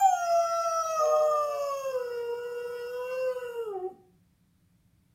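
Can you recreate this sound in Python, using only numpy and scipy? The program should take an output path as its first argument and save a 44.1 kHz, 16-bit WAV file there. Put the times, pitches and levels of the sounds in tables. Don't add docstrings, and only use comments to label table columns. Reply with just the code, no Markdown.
import sys
import numpy as np
from scipy import signal
from scipy.fft import rfft, irfft
from scipy.io import wavfile
from scipy.ndimage import uniform_filter1d

SR = 44100
rng = np.random.default_rng(int(sys.argv[2]) if len(sys.argv) > 2 else 0)


def master(y):
    cut = np.clip(np.atleast_2d(y).T, -1, 1)
    pcm = np.round(cut * 32767)
    wavfile.write(sys.argv[1], SR, pcm.astype(np.int16))


def gain_from_db(level_db):
    decades = np.asarray(level_db, float) / 20
    return 10 ** decades


N = 227065
T = np.arange(N) / SR
SLOW = slice(None, None, 64)


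def evened(x):
    return x / np.sqrt(np.mean(x ** 2) + 1e-20)


def curves(rows):
    s, *columns = np.transpose(rows)
    return [np.interp(T, s, c) for c in columns]


def read(points, hz):
    f, value = np.transpose(points)
    return np.interp(np.log(hz + 1), np.log(f + 1), value)


def sounding(start_s, end_s, fade_s):
    return np.clip(np.minimum(T - start_s, end_s - T) / fade_s + 1, 0, 1)


def after(s, glide_s):
    return 0.5 + 0.5 * np.tanh((T - s) / glide_s)


def dips(rows):
    return sum(db * np.exp(-((T - s) / length) ** 2) for s, length, db in rows)


def wobble(hz):
    return evened(signal.lfilter(*signal.butter(2, hz, fs=SR), rng.standard_normal(N)))


def phase(hz):
    return 2 * np.pi * np.cumsum(hz) / SR


def coloured(gain):
    return evened(irfft(rfft(rng.standard_normal(N)) * gain(np.fft.rfftfreq(N, 1 / SR)), N))


# frequency in Hz, density in dB per Hz.
HUM = [(15, -51.5), (25, -16), (116, -3.5), (148, -10.5), (183, 0), (215, -21.5), (289, -15), (359, -27),
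       (919, -32.5), (2360, -34.5), (2770, -38), (3530, -36.5), (7100, -40.5), (9300, -39), (15500, -40.5)]
# frequency in Hz, level in dB.
WHINE = [(9001, -96.5)]


def house():
    hum_db = -66
    hum = gain_from_db(hum_db) * coloured(lambda hz: gain_from_db(read(HUM, hz)))
    whine = sum(np.sqrt(2) * gain_from_db(db) * np.sin(2 * np.pi * hz * T) for hz, db in WHINE)
    return hum + whine


# frequency in Hz, t60 in seconds.
ROOM = [(300, 0.47), (1000, 0.47), (4000, 0.54), (12000, 0.042)]


def room(x):
    taps = np.zeros(SR)
    at = np.arange(300, SR - 20, 20)
    taps[at + rng.integers(0, 20, len(at))] = rng.choice([-1., 1.], len(at))
    hz, t, z = signal.stft(taps, SR, nperseg=256)
    decay = gain_from_db(-60 * t / read(ROOM, hz)[:, None])
    tail = signal.istft(z * decay, SR, nperseg=256)[1]
    return signal.fftconvolve(x, tail / np.linalg.norm(tail))[:N]


# frequency in Hz, signed gain, t60 in seconds.
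WAVES = [(363.0, -0.56, 0.34), (471.2, 0.36, 0.42), (488.8, 0.18, 0.23), (513.1, 0.87, 0.43),
         (514.3, -1.09, 0.27), (515.9, 1.02, 0.41), (545.7, -0.27, 0.3), (558.3, -0.15, 0.23),
         (581.9, -0.2, 0.27), (619.3, 0.27, 0.27), (644.1, 0.3, 0.59), (681.5, -1.91, 0.37),
         (711.0, -1.25, 0.46), (749.5, 2.0, 0.09),
         (780, 2.5, 0.33), (781.5, -4.5, 0.16), (939, -0.97, 0.14), (992.2, -1.5, 0.23),
              (1122.3, 3, 0.2), (1171, -3, 0.62), (1144, -1, 0.3), (1192.4, -5, 0.14), (1233.1, -12, 0.39),
              (1265.3, 11, 0.2), (1312.6, 11, 0.12), (1312.5, -8.5, 0.24), (1342.2, 3, 0.18),
              (1390.4, 4.5, 0.093),
         (735.5, .85, .45), (738.8, .85, .45)]


def standing(x):
    direct_gain = 0.27
    out = direct_gain * x
    for hz, gain, t60 in WAVES:
        r = np.exp(-np.log(1000) / t60 / SR)
        pole = r * np.exp(2j * np.pi * hz / SR)
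        out = out + signal.lfilter([gain * (1 - r)], [1, -pole], x)
    return out.real


# frequency in Hz, width in Hz, level in dB.
THROAT = [(524.5, 80, -1), (825, 240, 4.5), (1300, 130, 18.5), (1854, 190, -7), (2279, 92, -8),
          (2784, 142, 3.5), (3188, 110, -6.5), (3872, 190, -11.5), (4670, 500, -2.5), (5260, 260, 7),
          (5750, 90, 3), (6467, 85, -2), (7077, 217, -4.5), (8000, 53, -16), (8620, 350, -17),
          (9860, 140, -14.5), (10630, 420, -13.5), (11620, 368, -9), (13400, 840, -4), (14260, 500, -23),
          (15500, 710, -4.5)]


def throat(hz):
    return np.sqrt(sum(gain_from_db(db) ** 2 / (1 + (2 * (hz - f) / width) ** 2) ** 2 for f, width, db in THROAT))


END_S = 3.87
SPLIT_S = 1.01
SHUT = 1 - after(0.2, 0.07)
CHEST = after(1.925, 0.06)
SPLITTING = after(SPLIT_S, 0.05) * (1 - CHEST)

# time in seconds, whistle pitch in Hz, flow in dB.
AIRFLOW = [(0, 3181, 3), (.28, 3246, -2), (.85, 3219, 1), (1.3, 3244, -5), (1.6, 3238, -4.5),
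           (1.9, 3239, -1.5), (2.3, 3263, -8.5), (2.95, 3236, -4), (3.2, 3258, -1.5), (3.58, 3257, -7.5),
           (3.77, 3360, -37)]


def flow_driven(full_flow_db, share, chest_db):
    _, flow_db = curves(AIRFLOW)
    return full_flow_db + share * flow_db + chest_db * CHEST


# frequency in Hz, level in dB.
AIR = [(350, -21), (600, 3.5), (1300, -8.5), (3000, 1), (5200, -8), (8000, 22.5), (15000, 4)]


def breath():
    frames, hz = N // 256 + 5, np.fft.rfftfreq(1024, 1 / SR)
    a, b, patches = rng.standard_normal((frames, 513, 3)).T
    patches = uniform_filter1d(patches, size=6, axis=0)
    patches = evened(uniform_filter1d(patches, size=60, axis=1))
    t = np.arange(frames) * 256 / SR
    mouth = 1 + 0.032 * np.exp(-t / 0.67) - 0.02004 * (t / END_S) ** 2
    teeth = gain_from_db(-34) * (hz[:, None] > 8250)
    gain = throat(hz[:, None] / mouth) + teeth
    z = (a + 1j * b) * gain * gain_from_db(read(AIR, hz)[:, None] + 2.5 * patches)
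    return evened(signal.istft(z, nperseg=1024, noverlap=768)[1][:N])


def puffed_breath(fold):
    level_db = flow_driven(-58, 0.27, -5) - 8 * after(3.72, 0.03) + 2.0
    puffs = 1 + 0.15 * np.cos(fold)
    return gain_from_db(level_db) * puffs * breath() * sounding(-1, 3.92, 0.046)


# time in seconds, pitch in Hz, level in dB.
GRUNT = [
    (3.86, 332, -110),
    (3.89, 303, -54),
    (3.94, 221.2, -54.5),
    (4.0, 180, -110),
]


def grunt():
    hz, db = curves(GRUNT)
    return gain_from_db(db) * np.cos(phase(hz * (1 + 0.3 * wobble(hz=42.8))))


# time in seconds, length in seconds, gain in dB.
SQUEAKS = [
    (3.13, .03, 10),
    (3.21, .035, 10),
]


def second_whistle(fold):
    end_s, fade_db_per_s = 3.05, 30
    level_db = flow_driven(-57.5, 0.6, -4) - 15.5 * SHUT + dips(SQUEAKS) + 2.1 * wobble(hz=2.64)
    level_db = level_db - fade_db_per_s * np.maximum(T - end_s, 0)
    hz = 5168 + 158.5 * np.exp(-T / 1)
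    chop = 1 + 0.8 * np.cos(fold) + 0.081 * np.cos(2 * fold)
    return gain_from_db(level_db) * chop * np.cos(phase(hz * (1 + 0.0044 * wobble(hz=70))))


def family(lines, level_db, fold, whistle):
    (fold_hz, fold_turn), (whistle_hz, whistle_turn) = fold, whistle
    gains = np.array([gain_from_db(db) * throat(abs(m * whistle_hz[SLOW] + n * fold_hz[SLOW])) for m, n, db in lines])
    fades = uniform_filter1d(rng.standard_normal(gains.shape), size=50, axis=1)
    gains *= gain_from_db(4.76 * evened(fades))
    gains /= np.sqrt((gains ** 2).sum(0) / 2)
    out = np.zeros(N)
    for g, (m, n, _) in zip(gains, lines):
        start = 2 * np.pi * rng.random()
        out += np.interp(T, T[SLOW], g) * np.cos(m * whistle_turn + n * fold_turn + start)
    return gain_from_db(level_db) * out


def fold_overtones(pair):
    level_db = -54.5 - 8 * SHUT + 2 * CHEST - 3.5 * SPLITTING - 14 * after(3.74, 0.023)
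    tilt_db = -4.0 + 3.7 * after(3.75, 0.03)[SLOW]
    return family([(0, n, tilt_db * (n - 3)) for n in range(3, 10)], level_db, *pair)


# order, level in dB, loss in dB per fold order away from the peak.
WHISTLE_ORDERS = [(1, 1.5, 4.5), (2, 0.5, 6), (3, -10, 3), (4, -13.5, 5.5)]


def whistle_mix(pair):
    whistle_db = flow_driven(-54, 0.99, 3.94) + 1.5 * wobble(hz=21)
    overtone_db = flow_driven(-47, 1.4, -18.5) + 1.5 * wobble(hz=19)
    open_lean, shut_lean, late_lean = 0.92, -0.572, 0.17
    lean = open_lean + (shut_lean - open_lean) * SHUT + (late_lean - open_lean) * after(SPLIT_S, 0.05)
    steeper = 1 + 1.6 * (1 - CHEST[SLOW])
    flanked = []
    for m, db, loss in WHISTLE_ORDERS:
        peak = lean[SLOW] if m > 1 else 0.7
        flanked.append([(m, n, db - loss * steeper * abs(n + peak)) for n in range(-5, 3)])
    return family(flanked[0], whistle_db, *pair) + family(sum(flanked[1:], []), overtone_db, *pair)


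# time in seconds, length in seconds, depth in dB.
SPLIT_LULL = [
    (1.29, 0.046, -8.5),
]
# fold order, flutter order, level in dB added to the flutter's running level.
SPLITS = [(1, -1, 4), (1, 1, 7), (2, -1, -5.5), (2, 1, -26.5), (3, -1, -29.5), (1, 2, -17.5), (2, 2, -42.5)]


def flutter(fold_hz, fold):
    since_s = T - SPLIT_S
    split_hz = 478 - 38 * since_s
    turn = phase(fold_hz - split_hz + 3.0 * wobble(hz=25))
    burst_db = 4.5 * np.exp(-((since_s - 0.08) / 0.1) ** 2)
    level_db = -45.5 - 15 * since_s + burst_db + dips(SPLIT_LULL) + 4.0 * wobble(hz=6.9)
    split = gain_from_db(level_db) * sounding(SPLIT_S, 9, 0.03) * (1 - after(1.74, 0.06))
    tones = sum(gain_from_db(db) * np.cos(n * fold + k * turn) for n, k, db in SPLITS)
    return np.sqrt(2) * split * tones, split * np.cos(turn)


# time in seconds, length in seconds, change in
# dB.
FUNDAMENTAL_DIPS = [(.16, 0.0084, -6.5), (.5, 0.033, 0.5), (.813, 0.015, -11.5), (.878, .012, -11.5),
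                    (.978, .012, -7.5), (1.325, 0.038, -2.5), (1.921, 0.0063, -8), (2.434, 0.02, -5.5),
                    (2.53, 0.075, -1.5), (3.158, 0.01, -22), (3.402, 0.016, -15.5), (3.532, .022, -12),
                    (3.655, .012, -7.5)]
# time in seconds, pitch in Hz, effort in dB.
HOWL = [(0.0, 812, -20), (0.029, 782, -26.4), (0.14, 711, -30), (0.283, 678.7, -25.0), (0.648, 669.1, -22),
        (0.952, 639.7, -24.2), (1.021, 610.6, -21), (1.218, 614.3, -19), (1.619, 571.1, -20.5),
        (1.905, 529.2, -20), (1.994, 489.5, -23.5), (2.269, 470.2, -24.5), (2.42, 481.7, -24),
        (2.854, 483.2, -26), (3.209, 519.2, -26.5), (3.62, 460.1, -25.5), (3.782, 360.2, -25.5),
        (3.87, 380.8, -27.5)]


def folds(fold, voiced):
    _, effort_db = curves(HOWL)
    octave_db, onset_s = -21.5, 0.0047
    fundamental = gain_from_db(dips(FUNDAMENTAL_DIPS)) * np.exp(1j * fold)
    octave = gain_from_db(octave_db) * (1 + (0.034 + 0.27 * CHEST) * wobble(hz=33.7)) * np.exp(2j * fold)
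    note = standing(gain_from_db(effort_db) * voiced * np.minimum(T / onset_s, 1) * (fundamental + octave))
    shimmer = 1 + 0.019 * wobble(hz=144.5) + 0.11 * CHEST * wobble(hz=30.2)
    return np.sqrt(2) * note * shimmer


def dog():
    fold_hz, _ = curves(HOWL)
    whistle_hz, _ = curves(AIRFLOW)
    fold = phase(fold_hz * (1 + 0.0037 * wobble(hz=55.4) + 0.0015 * wobble(hz=9)))
    whistle = phase(whistle_hz * (1 + 0.0009 * wobble(hz=46.6)))
    pair = (fold_hz, fold), (whistle_hz, whistle)
    voiced = sounding(-1, END_S, 0.012)
    sides, shake = flutter(fold_hz, fold)
    cracked = after(3.49, 0.067)
    rough = 0.1 + 0.077 * SPLITTING - 0.04 * CHEST + 0.13 * cracked
    tones = fold_overtones(pair) + whistle_mix(pair) + second_whistle(fold)
    tones *= 1 + 30 * shake + rough * wobble(hz=124)
    voice = sides + tones * voiced + puffed_breath(fold) + grunt()
    return folds(fold, voiced), voice


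def scene():
    note, voice = dog()
    echo = room(gain_from_db(-14) * note + gain_from_db(-8) * voice)
    return (note + voice + echo + house())[None]


# frequency in Hz, level in dB.
MASK = [(1300, -60), (1700, -16), (4000, -11), (7000, -9), (9000, -6), (15000, -5.5)]


def masked(x):
    hz, t, z = signal.stft(x, SR, nperseg=2048)
    power = uniform_filter1d(abs(z) ** 2, size=3, axis=-1)
    band = uniform_filter1d(power, size=7, axis=-2)
    around = uniform_filter1d(np.sqrt(power), size=70, axis=-2) ** 2
    kept = band > around * gain_from_db(read(MASK, hz))[:, None] ** 2
    return signal.istft(z * kept, SR, nperseg=2048)[1][..., :N]


def low_pass(x):
    return signal.sosfilt(signal.butter(12, 15650, fs=SR, output="sos"), x)


def record(dry):
    mix = masked(dry)
    return low_pass(mix)


dry = scene()
out = record(dry)
master(out)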